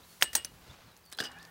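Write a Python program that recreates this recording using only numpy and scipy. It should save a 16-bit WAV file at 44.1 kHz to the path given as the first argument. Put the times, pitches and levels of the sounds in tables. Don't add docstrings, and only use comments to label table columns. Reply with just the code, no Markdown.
import sys
import numpy as np
from scipy import signal
from scipy.fft import rfft, irfft
from scipy.io import wavfile
from scipy.ndimage import uniform_filter1d

SR = 44100
rng = np.random.default_rng(int(sys.argv[2]) if len(sys.argv) > 2 else 0)


def wav_out(sig):
    wavfile.write(sys.argv[1], SR, np.round(np.clip(np.atleast_2d(sig).T, -1, 1) * 32767).astype(np.int16))


def ratio(d):
    e = np.asarray(d, float) / 20
    return 10 ** e


N = 66150
TIME_S = np.arange(N) / SR


def unit(x):
    return x / np.sqrt(np.mean(x ** 2))


def curve(rows, column=1):
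    rows = np.array(rows)
    return np.interp(TIME_S, rows[:, 0], rows[:, column])


def noise(colour):
    hz, db = np.array(colour).T
    f = np.maximum(np.fft.rfftfreq(N, 1 / SR), 1)
    gain = ratio(np.interp(np.log(f), np.log(hz), db))
    return unit(irfft(rfft(rng.standard_normal(N)) * gain, N))


def band(x, hz, width_hz):
    return signal.lfilter(*signal.iirpeak(min(hz, 0.45 * SR), hz / width_hz, fs=SR), x)


def highpass(x, hz):
    return signal.sosfilt(signal.butter(2, hz, "high", fs=SR, output="sos"), x)


def walk(rate_hz):
    k = int(SR / rate_hz)
    steps = np.repeat(rng.standard_normal(N // k + 1), k)
    return unit(uniform_filter1d(uniform_filter1d(steps, k), k)[:N])


def add(out, at_s, x):
    i = int(at_s * SR)
    out[i:i + len(x)] += x[:N - i]


def garden():
    # (frequency [Hz], level per Hz [dB])
    floor_colour = [(25, -53), (60, 4.5), (180, -4), (600, -9), (1500, -9), (4000, -19.5), (8000, -20),
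                    (15700, -16.5)]
    floor = noise(floor_colour) * ratio(-63.5 + 0.26 * walk(7.4))
    drone = unit(band(rng.standard_normal(N), 173.5, 1.2)) * ratio(-72.5)
    return floor + drone * np.clip((1.2 - TIME_S) / 0.05, 0, 1)


def leaves():
    # (time [s], level [dB])
    breeze = [(0, -67), (.12, -58), (.2, -62), (.7, -68), (.9, -99.5), (1.5, -67.5)]
    return unit(band(rng.standard_normal(N), 7500, 16700)) * ratio(curve(breeze))


def wind():
    # (time [s], level [dB])
    gusts = [(0.0, -65), (0.032, -68), (0.146, -85), (0.166, -66), (0.38, -57.5), (0.426, -63.5),
             (0.642, -62), (0.66, -63), (0.714, -51.5), (0.752, -70), (0.814, -85), (0.848, -57.5),
             (0.952, -76), (1.16, -78), (1.22, -66), (1.252, -61.5), (1.49, -70), (1.5, -80)]
    hz = 76
    buffet = unit(band(band(rng.standard_normal(N), hz, 111), hz, 130))
    return highpass(buffet * ratio(curve(gusts) - 1 + 3.4 * walk(20)), 35)


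def birds():
    # (time [s], pitch [Hz], level [dB])
    far_notes = [
        [(.02, 3500, -63), (.05, 4300, -62)],
        [(.695, 3400, -55.5), (.72, 3900, -65)],
        [(1.47, 2500, -70), (1.5, 3800, -65)],
        [(.09, 4400, -62), (.14, 4450, -65)],
        [(.865, 4250, -69), (.935, 3880, -68)],
        [(1.035, 4960, -65), (1.052, 4590, -63.5), (1.118, 4430, -64.5)],
        [(1.135, 4150, -55), (1.175, 4050, -60)],
    ]
    # (time [s], pitch [Hz], level [dB])
    near_whistle = [(1.335, 2290, -70), (1.372, 2330, -61), (1.383, 2520, -57), (1.39, 3000, -59),
                    (1.396, 3550, -53), (1.403, 4200, -59), (1.414, 4850, -61), (1.423, 5300, -63)]
    out = np.zeros(N)
    for note in far_notes + [near_whistle]:
        start_s, end_s = note[0][0], note[-1][0]
        edge = np.clip(np.minimum(TIME_S - start_s, end_s - TIME_S) / 0.0036, 0, 1)
        phase = np.cumsum(curve(note) * (1 + 0.011 * walk(200))) / SR
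        level_db = curve(note, 2) + 1 + 2.5 * walk(250)
        out += edge * ratio(level_db) * np.sin(2 * np.pi * phase)
    echo_s, echo_db = 0.012, -10
    return out + ratio(echo_db) * np.roll(out, int(echo_s * SR))


def rustle():
    # (time [s], level [dB])
    rubbing = [(0, -61), (.12, -63.5), (.5, -64), (.6, -61), (.71, -56), (.83, -58.5), (.93, -63),
               (1.1, -68), (1.4, -59.5), (1.45, -56), (1.5, -68.5)]
    # (frequency [Hz], level per Hz [dB])
    rub_colour = [(150, -8.5), (900, -6), (2000, -11), (4500, -13), (6500, -19), (16000, -41)]
    return noise(rub_colour) * ratio(curve(rubbing) + 1.24 * walk(190))


def thuds():
    # (time [s], peak [dB], frequency [Hz], length [cycles])
    dull_knocks = [(.2237, -44, 720, 3.6), (0.35, -41.5, 300, 2.55), (0.23, -42, 174, 0.89),
                   (0.3541, -32, 850, 4.5), (.3585, -37, 817, 2.2), (.519, -51, 900, 1.8),
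                   (1.23, -42.5, 244, 1.9), (1.294, -42.5, 840, 1.5), (0.69, -49.5, 76, 1.7),
                   (0.97, -64, 360, 1.1), (1.189, -35.5, 760, 2.4), (1.217, -36, 425, 2.7),
                   (1.205, -44.5, 125, 1.47)]
    out, t = np.zeros(N), np.arange(SR // 10) / SR
    for at_s, db, hz, cycles in dull_knocks:
        u = t * hz / cycles
        add(out, at_s, ratio(db) * np.sin(2 * np.pi * hz * t) * 8 * u * np.exp(-3 * u))
    return out


def ticks():
    # (time [s], peak [dB], centre [Hz])
    touches = [(.858, -59, 13500), (0.918, -54, 10900), (.944, -59, 10200), (0.994, -49.5, 14500),
               (1.1, -51, 9000), (0.966, -44.5, 6000), (0.974, -46, 12920), (1.01, -55, 12000),
               (1.053, -46.5, 12300), (1.061, -47, 8000), (1.171, -42, 11000), (1.387, -44, 6260),
               (1.428, -40.5, 5330), (1.451, -38.5, 4550), (1.474, -55, 7000), (1.49, -60, 11300)]
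    out, t = np.zeros(N), np.arange(SR // 10) / SR
    for at_s, db, hz in touches:
        tick = band(rng.standard_normal(len(t)) * np.exp(-t / 0.0018), hz, 0.54 * hz)
        add(out, at_s, ratio(db) * tick / np.abs(tick).max())
    return out


def drag():
    # (time [s], level [dB])
    dragging = [(1.17, -82), (1.21, -49), (1.27, -55), (1.33, -54.5), (1.4, -58.5), (1.45, -62.5),
                (1.5, -61)]
    # (frequency [Hz], width [Hz], level [dB])
    resonances = [(769, 99, -3.7), (1077, 80, -2), (1477, 91, 0.33), (1736, 110, 1)]
    grit = rng.standard_normal(N) * ratio(1.5 * walk(500))
    body = sum(ratio(db) * band(band(grit, hz, w), hz, 2 * w) for hz, w, db in resonances)
    low = unit(band(band(grit, 570, 830), 570, 1100))
    return (unit(body) + 0.38 * low) * ratio(curve(dragging)) * (TIME_S > dragging[0][0])


def squeal():
    # (time [s], pitch [Hz], level [dB])
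    slide = [(1.27, 1750, -70), (1.33, 1680, -78), (1.37, 1640, -51.5), (1.4, 1740, -56.5),
             (1.45, 1780, -56), (1.465, 1800, -64), (1.5, 1830, -59.5)]
    phase = np.cumsum(curve(slide) * (1 + 0.018 * walk(150))) / SR
    level_db = curve(slide, 2) + 2.5 * walk(100)
    return np.sin(2 * np.pi * phase) * ratio(level_db) * (TIME_S > slide[0][0])


def singing():
    # (time [s], peak [dB], frequency [Hz], swell [s])
    tones = [(0.238, -43.5, 2877, 0.024), (.245, -51, 1760, 0.018), (.362, -49, 1870, .012),
             (.36, -52, 3400, .012), (0.365, -41.5, 2873, 0.017), (0.45, -57, 2876, 0.015),
             (1.206, -44.5, 2910, 0.013), (1.228, -61, 255, .06), (1.238, -43.5, 3020, 0.006),
             (1.25, -42, 2890, 0.013), (1.3, -61, 169, .09), (1.317, -58, 2880, 0.018)]
    out, t = np.zeros(N), np.arange(SR // 4) / SR
    for at_s, db, hz, swell_s in tones:
        rough = unit(band(rng.standard_normal(len(t)), hz, hz / 17))
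        tone = np.sin(2 * np.pi * hz * t) + 0.33 * rough
        add(out, at_s, ratio(db) * tone * t / swell_s * np.exp(1 - t / swell_s))
    return out


def contacts(rows, modes, rattle, rattle_t60_s, tick_db, cycles, rise):
    out, t = np.zeros(N), np.arange(SR // 3) / SR
    hz, db, t60_s = np.repeat(np.array(modes), 8, axis=0).T[:, :, None]
    hz = hz * (1 + 0.019 * rng.standard_normal(hz.shape))
    fall = np.log(1000) * t
    low = signal.sosfilt(signal.butter(2, 3500, fs=SR, output="sos"), rattle)
    for at_s, peak_db, knock_hz, ring_db, rattle_db in rows:
        tick = band(rng.standard_normal(len(t)), 1.7 * knock_hz, 8800) * np.exp(-t / 0.0003)
        knock = np.sin(2 * np.pi * knock_hz * t) * np.exp(-t * knock_hz / cycles)
        knock *= 1 - np.exp(-t * knock_hz * rise)

        level_luck, phase_luck = rng.standard_normal((2, len(hz), 1))
        mode_gain = ratio(db - 1.5 * level_luck) / 3
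        partials = mode_gain * np.sin(2 * np.pi * hz * t + 3 * phase_luck) * np.exp(-fall / t60_s)
        ring = partials.sum(0) * (1 - np.exp(-t / 0.00055))
        add(out, at_s, ratio(peak_db) * (knock + ratio(tick_db) * tick + ratio(ring_db) * ring))

        i = int(at_s * SR)
        fade = np.exp(-fall / rattle_t60_s)[:N - i]
        tail = rattle[i:i + len(t)] * fade
        tail += 0.14 * low[i:i + len(t)] * fade ** (1 / 5.14)
        add(out, at_s, ratio(peak_db + rattle_db) * tail)
    return out


def spring():
    # (time [s], peak [dB], knock [Hz], ring [dB], rattle [dB])
    first = [(.2085, -44.5, 6040, -20, -2), (.2125, -22.5, 2070, -31, -16), (.2146, -32, 9300, 9.5, -32),
             (.2239, -3.5, 1810, -32, -20), (.2238, -0.5, 3120, -29, -30), (.2238, -10.5, 4630, -32, -27),
             (.2262, -26, 6700, -9, -56), (.2295, -19.5, 1930, -3, -58), (.241, -32.5, 8400, 7.5, -22)]
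    second = [(.3312, -35, 1820, -5.5, -2), (.3512, -17, 4190, -14, -12.5), (.3537, -8, 6570, -9, -39),
              (.3518, -24.5, 1800, -25, -38), (.3561, -19, 9050, -18, -34), (.3612, -35, 8340, 3, -23),
              (.3632, -35, 3240, 5, -33), (.3658, -33, 1930, -8, -26), (.372, -35, 8300, -10, -7)]
    third = [
        (.4472, -17, 5700, -14, -17),
        (.4497, -28.5, 9600, -8, -22),
        (.4528, -54, 5540, -8, -32),
    ]
    slip = [(1.1168, -40, 7600, -34, -11.5), (1.1205, -40.5, 2120, -19, -12),
            (1.126, -28, 5060, -19, -14.5), (1.131, -44, 4830, 9, -26), (1.148, -45.5, 3800, 4, -13),
            (1.176, -43.5, 1500, -31, -5)]
    release = [(1.1865, -23.5, 3330, -11, -20), (1.1885, -25.5, 1540, -35, -26),
               (1.1876, -26, 4500, -35, -27), (1.195, -25.5, 4150, -8, -35), (1.2005, -31, 6600, -26, -14),
               (1.2022, -21.5, 3440, -9.5, -16.5), (1.2024, -31, 4650, -13, -24),
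               (1.2027, -19, 1660, -25, -20.5), (1.2245, -31.5, 1550, -6, -18),
               (1.2375, -32.5, 5970, -9, -10), (1.2415, -30, 5000, -11, -28),
               (1.2448, -40.5, 5850, -14, -6.5), (1.2485, -36.5, 5350, -2.5, -21),
               (1.253, -29.5, 3090, -8.5, -30), (1.256, -38, 5440, 4, -19), (1.2605, -52, 5030, -18, -20),
               (1.2645, -48, 5600, -10, -20), (1.269, -45, 4570, 4, -17), (1.316, -42, 8800, -14, -11.5)]
    # (frequency [Hz], level [dB], t60 [s])
    ring_first = [(6600, -14, 0.045), (8350, -11.5, 0.11), (9230, -13, .055), (15400, -29.5, 0.055)]
    ring_second = [(5860, -6, 0.027), (6770, -7.5, 0.042), (8410, -8, 0.12), (9230, 0.5, 0.026),
                   (15400, -10, 0.051)]
    ring_third = [(4860, -2, 0.025), (6100, -4, 0.04), (9000, -6, 0.035), (9700, -6, .035),
                  (10540, -5, 0.03)]
    ring_slip = [(3700, -8, 0.02), (5120, -8, 0.02), (8200, -10, 0.025), (10000, -10, 0.02)]
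    ring_free = [(4830, -8, 0.07), (5120, -8, 0.07), (5980, -13, 0.035), (8410, -18, 0.06)]
    # (frequency [Hz], level per Hz [dB])
    tight_colour = [(250, -9), (900, -10.5), (1800, -8.5), (3000, -9.5), (5000, -3.5), (8500, -10),
                    (12000, -13), (15700, -9)]
    free_colour = [(300, -5.5), (900, -12), (1700, -4), (2300, -17.5), (3200, -5), (6000, -9), (10000, -17),
                   (16000, -22.5)]
    tight = noise(tight_colour) * ratio(2.5 * walk(500))
    free = noise(free_colour) * ratio(2.5 * walk(500))
    out = contacts(first, ring_first, tight, 0.049, -23, 1.75, 2.83)
    out += contacts(second, ring_second, tight, 0.079, 2.5, 4.7, 1.6)
    out += contacts(third, ring_third, tight, 0.03, -15, 2.8, 2.2)
    out += contacts(slip, ring_slip, free, 0.031, 3.5, 1.8, 2.8)
    out += contacts(release, ring_free, free, 0.056, -20, 5.1, 1.6)
    return highpass(out, 250)


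def scene():
    background = garden() + leaves() + wind() + birds()
    handling = rustle() + thuds() + ticks() + drag() + squeal()
    return (background + handling + singing() + spring())[None]


def band_limit(x):
    return signal.sosfilt(signal.butter(12, 16980, fs=SR, output="sos"), x)


def record(dry):
    top_cut = signal.ellip(8, 0.5, 32, 15850, fs=SR, output="sos")
    return band_limit(signal.sosfilt(top_cut, dry))


dry = scene()
out = record(dry)
wav_out(out)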